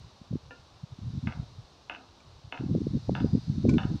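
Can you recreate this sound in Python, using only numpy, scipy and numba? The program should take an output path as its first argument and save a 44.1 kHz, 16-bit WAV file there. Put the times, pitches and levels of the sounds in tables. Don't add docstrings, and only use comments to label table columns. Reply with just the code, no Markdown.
import sys
import numpy as np
from scipy import signal
from scipy.fft import rfft, irfft
from scipy.io import wavfile
from scipy.ndimage import uniform_filter1d
from numba import njit

SR = 44100
rng = np.random.default_rng(int(sys.argv[2]) if len(sys.argv) > 2 else 0)


def log_audio(samples):
    frames = np.atleast_2d(samples).T
    limited = np.clip(frames, -1, 1)
    pcm = np.round(limited * 32767).astype(np.int16)
    wavfile.write(sys.argv[1], SR, pcm)


N = 176400
T = np.arange(N) / SR


def undb(db):
    return 10 ** (np.asarray(db) / 20)


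def unit(x):
    return x / np.sqrt(np.mean(x ** 2))


def add(out, at_s, x):
    i = max(int(at_s * SR), 0)
    out[i:i + len(x)] += x[:N - i]


def cut(x, hz, kind, order):
    return signal.sosfilt(signal.butter(order, hz, kind, fs=SR, output="sos"), x)


@njit
def moving_lowpass(x, edge_hz):
    y, band_state, low_state = np.empty(len(x)), 0., 0.
    for i in range(len(x)):
        gain = np.tan(np.pi * edge_hz[i] / SR)
        band = (band_state + gain * (x[i] - low_state)) / (1 + gain * (gain + 1.4))
        y[i] = low_state + gain * band
        band_state, low_state = 2 * band - band_state, 2 * y[i] - low_state
    return y


def noise(spectrum):
    hz, db = np.array(spectrum).T
    bins_hz = np.maximum(np.fft.rfftfreq(N, 1 / SR), 1)
    gain = undb(np.interp(np.log(bins_hz), np.log(hz), db))
    return unit(irfft(rfft(rng.standard_normal(N)) * gain, N))


def ring(t, hz, t60):
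    return np.sin(2 * np.pi * hz * t) * np.exp(-np.log(1000) * t / t60)


def ring_modes(t, modes):
    return sum((-1) ** k * undb(db) * ring(t, hz, t60) for k, (hz, db, t60) in enumerate(modes))


def smear(x, reflections):
    return unit(signal.fftconvolve(x, reflections)[:len(x)]) * np.std(x)


KNOCK_DB, CONTACT_S = -29, 0.0002
BENDING_LAG_S, SCATTER_DB, SCATTER_T60_S = 0.00306, 2, 0.44
SCATTER_RISE_S, SCATTER_DB_PER_OCTAVE, ECHO_SPREAD_S = 0.0033, -4.5, 0.0044
# frequency in Hz, relative level in dB, t60 in seconds.
WOOD_MODES = [(295.5, -19.5, 0.028), (512, -15, 0.013), (751, -6.5, 0.017), (956, -13.5, 0.044),
              (1245, -8.5, 0.031), (1398, -13.5, .05), (1526, -9.5, .028), (1738, -4.5, 0.017),
              (2196, -0.5, 0.012), (2627, 1, 0.013), (2727, -13, .015), (3006, -1.5, 0.011),
              (3533, -15, 0.019)]
SPOT_BANDS_HZ = [930, 1300, 1690, 2120, 2620, 2980, 3500]
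# delay in seconds, gain in dB.
ECHO_PATHS = [(0.019, -19), (.033, -26), (0.051, -11), (.063, -19.5)]
# start in seconds, relative level in dB,
# gains of the low, middle, high and top modes in dB, pitch ratio.
BLOWS = [(1.270, 3.5, -4.5, -6, -10, -2, 0.96), (1.895, -3, 4.5, 1.5, 7, 4.5, 0.98),
         (2.522, -1.5, 5, -2, 4, 6, 0.98), (3.149, -4.5, 9.5, 6.5, 3.5, 14, 0.986),
         (3.780, -2.5, 9, 4.5, 6, 16, 1.0)]


def knocks():
    out, t = np.zeros(N), T[:SR // 2]
    for at, db, low, middle, high, top, pitch in BLOWS:
        signs, sizes, wall = rng.standard_normal((3, len(t)))
        strengths = signs * np.exp(0.55 * sizes)
        reflections = strengths * (1 - np.exp(-t / SCATTER_RISE_S))
        direct, tail = np.zeros((2, len(t)))
        for k, (hz, mode_db, t60) in enumerate(WOOD_MODES):
            spot_db = np.interp(hz, SPOT_BANDS_HZ, [low, middle, middle, 0, high, high, top])
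            khz = hz / 1000
            since = np.maximum(t - BENDING_LAG_S / np.sqrt(khz), 0)
            onset = 1 - np.exp(-since / CONTACT_S)
            mode = (-1) ** k * undb(mode_db + spot_db) * ring(since, hz * pitch, t60) * onset
            direct += mode
            fade = np.exp(-np.log(1000) * t * khz ** 0.55 / SCATTER_T60_S)
            tail_db = SCATTER_DB + SCATTER_DB_PER_OCTAVE * np.log2(khz)
            tail += undb(tail_db) * smear(mode, fade * reflections)
        add(out, at, undb(db) * (direct + tail))
        echo = direct + undb(-2) * smear(direct, wall * np.exp(-t / ECHO_SPREAD_S))
        for delay, echo_db in ECHO_PATHS:
            add(out, at + delay, undb(db + echo_db) * echo)
    return undb(KNOCK_DB) * cut(out, hz=3830, kind="low", order=6)


GUST_ATTACK_S, GUST_RELEASE_S, STEADY_S = 0.0062, 0.011, 0.04
EDDY_HZ, EDDY_DB_PER_OCTAVE = 250.4, 20
PORT_HZ = 113
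# start in seconds, length in seconds, level in dB.
WIND_GUSTS = [(0, 0.072, -48.5), (0.309, 0.053, -34.5), (0.431, 0.073, -52), (0.585, .04, -57.5),
              (0.733, 0.034, -55.5), (0.919, 0.017, -46.5), (1.018, 0.098, -39), (1.136, 0.053, -35.5),
              (1.233, 0.054, -33.5), (1.294, 0.015, -37.5), (1.357, 0.075, -39.5), (1.428, .22, -52.5),
              (1.577, 0.013, -44), (2.078, 0.051, -58), (2.256, .13, -54), (2.448, 0.03, -46.5),
              (2.597, 0.079, -36.5), (2.691, 0.037, -26.5), (2.741, 0.036, -26), (2.827, 0.091, -34.5),
              (2.938, 0.034, -26), (2.977, 0.17, -44.5), (3.088, 0.044, -27), (3.15, 0.038, -34),
              (3.208, 0.056, -27), (3.28, 0.055, -35.5), (3.335, 0.045, -28.5), (3.38, 0.17, -44),
              (3.477, 0.22, -33), (3.645, 0.13, -21.5), (3.79, 0.14, -35), (3.893, 0.066, -30),
              (3.937, .04, -42)]


def gusts():
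    power = np.full(N, undb(-140))
    for start, length, db in WIND_GUSTS:
        before = np.maximum(start - T, 0) / GUST_ATTACK_S
        after = np.maximum(T - start - length, 0) / GUST_RELEASE_S
        power += (undb(db) * np.exp(-before - after)) ** 2
    octaves = (10 * np.log10(power) + 30) / EDDY_DB_PER_OCTAVE
    edge_hz = np.clip(EDDY_HZ * 2 ** octaves, 120, 900)
    flow = cut(rng.standard_normal(N), PORT_HZ, "high", order=2)
    for _ in range(3):
        flow = moving_lowpass(flow, edge_hz)
    envelope = np.abs(signal.hilbert(flow))
    running_rms = np.sqrt(uniform_filter1d(envelope ** 2, int(STEADY_S * SR)) / 2)
    return flow / running_rms * np.sqrt(power)


# centre in seconds, level in dB, frequency in Hz, Gaussian width in seconds.
EDDIES = [(0.217, -35, 150, 0.0017), (0.33, -32.5, 390, 0.00096), (.338, -26.5, 137, 0.0046),
          (.357, -17, 206, 0.0012), (0.839, -28.5, 139, 0.0038), (0.924, -36, 117, 0.0051),
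          (.990, -32, 172, .0017), (1.073, -30.5, 121, 0.016), (1.177, -21, 140, 0.0027),
          (1.274, -16.5, 140, 0.0019), (1.399, -22.5, 131, 0.0035), (1.593, -36.5, 114, 0.0093),
          (2.610, -20, 193, 0.0011), (2.64, -23, 274, 0.0024), (2.665, -19.5, 155, 0.0018),
          (2.700, -25, 150, 0.0075), (2.715, -21, 130, 0.0054), (2.746, -26.5, 257, 0.0022),
          (2.7515, -12, 240, 0.00071), (2.782, -26, 334, 0.0016), (2.808, -24, 260, 0.0026),
          (2.818, -18, 235, 0.0013), (2.870, -13.5, 227, 0.001), (2.958, -21.5, 161, 0.0048),
          (3.095, -11.5, 370, 0.00057), (3.246, -8.5, 208, 0.0016), (3.248, -24.5, 435, 0.0019),
          (3.336, -14.5, 160, 0.0037), (3.352, -12.5, 228, 0.0028), (3.354, -26.5, 406, 0.0021),
          (3.372, -23.5, 257, .004), (3.500, -13, 152, 0.0024), (3.583, -14.5, 145, 0.0017),
          (3.653, -9, 260, 0.00076), (3.688, -13.5, 140, 0.0022), (3.736, -24.5, 190, 0.0026),
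          (3.758, -13, 186, 0.0014), (3.854, -11.5, 143, 0.0013)]


def thumps():
    out = np.zeros(N)
    for at, db, hz, width in EDDIES:
        envelope = np.exp(-((T - at) / width) ** 2 / 2)
        out -= undb(db) * np.sin(2 * np.pi * hz * (T - at)) * envelope
    return cut(out, PORT_HZ / 2, "high", order=2)


HEEL_AT_S, HEEL_DB, HEEL_SCATTER_S = 0.508, -43.5, 0.033
# frequency in Hz, relative level in dB, t60 in seconds.
PLANK_MODES = [(266.4, -7.5, 0.27), (492, -0.5, 0.079), (785, -3, .04), (980, -9.5, .04),
               (1405, -2.5, 0.11), (1760, -3.5, 0.067), (2360, -7.5, 0.015), (2770, 0, 0.021)]


def heel():
    out, t = np.zeros(N), T[:SR // 2]
    plank = ring_modes(t, PLANK_MODES)
    reflections = rng.standard_normal(len(t)) * np.exp(-t / HEEL_SCATTER_S)
    tail = undb(-0.5) * smear(plank, reflections)
    add(out, HEEL_AT_S, undb(HEEL_DB) * (plank + tail))
    return out


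RASP_DB, RASP_DECAY_S = -1, 0.014
# frequency in Hz, relative level in dB, t60 in seconds.
TUBE_MODES = [(1042, 0, 0.05), (1480, -10, 0.21), (2330, 3.5, 0.047), (2520, -5, .035), (4700, -34, 0.059),
              (5500, -23, 0.038), (6110, -8, .035), (7340, -2, 0.031), (7270, -19, 0.027)]
# start in seconds, gain in dB.
TUBE_CLICKS = [(2.203, -60.5), (3.692, -37), (3.738, -49)]


def crutch():
    out, t = np.zeros(N), T[:SR // 4]
    tube = ring_modes(t, TUBE_MODES)
    for at, db in TUBE_CLICKS:
        rasp = rng.standard_normal(len(t)) * np.exp(-t / RASP_DECAY_S)
        add(out, at, undb(db) * (tube + undb(RASP_DB) * rasp))
    return cut(out, hz=6500, kind="low", order=6)


MURMUR_DB = -58.5
# frequency in Hz, relative level in dB.
MURMUR_SPECTRUM = [(25, -30.5), (70, 4.5), (120, -5), (320, -8.5), (550, -9), (800, -9), (1100, -9.5),
                   (1550, -18.5), (2000, -25.5), (2800, -19), (4100, -17.5), (5600, -23.5), (7200, -32.5),
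                   (9400, -40.5), (12000, -47), (15500, -54.5)]


def murmur():
    return undb(MURMUR_DB) * noise(MURMUR_SPECTRUM)


# frequency in Hz, relative level in dB.
HISS_SPECTRUM = [(2000, -15), (3300, -16), (3700, -5), (4400, -8), (5200, -11), (5900, -12), (7200, -24),
                 (9400, -32), (10800, -47), (12000, -35), (13000, -44.5), (15500, -53.5)]
# time in seconds, level in dB.
HISS_SWELL = [(0, -61.5), (.15, -65.5), (.9, -66), (1.2, -61), (1.8, -66), (2.5, -66.5), (2.8, -60),
              (3.27, -59.5), (3.6, -58.5), (4, -58.5)]


def hiss():
    times, db = np.array(HISS_SWELL).T
    return undb(np.interp(T, times, db)) * noise(HISS_SPECTRUM)


# frequency in Hz, rms deviation in Hz, peak level in dB,
# time of the peak in seconds, Gaussian width in seconds.
HISS_TONES = [(3730, 44, -79, 3.5, .5), (4330, 32, -66, 3.7, 1), (4890, 28, -58.5, 3.3, .14)]


def thin_tones():
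    out = np.zeros(N)
    for hz, deviation_hz, db, at, width in HISS_TONES:
        waver_hz = deviation_hz * unit(cut(rng.standard_normal(N), 2 * deviation_hz, "low", order=2))
        phase = 2 * np.pi * np.cumsum(hz + waver_hz) / SR
        envelope = np.exp(-((T - at) / width) ** 2 / 2)
        out += undb(db) * np.sin(phase) * envelope
    return out


def scene():
    return (heel() + knocks() + gusts() + thumps() + crutch() + murmur() + hiss() + thin_tones())[None]


def record(dry):
    return signal.sosfilt(signal.ellip(8, .2, 70, 15700, fs=SR, output="sos"), dry)


dry = scene()
out = record(dry)
log_audio(out)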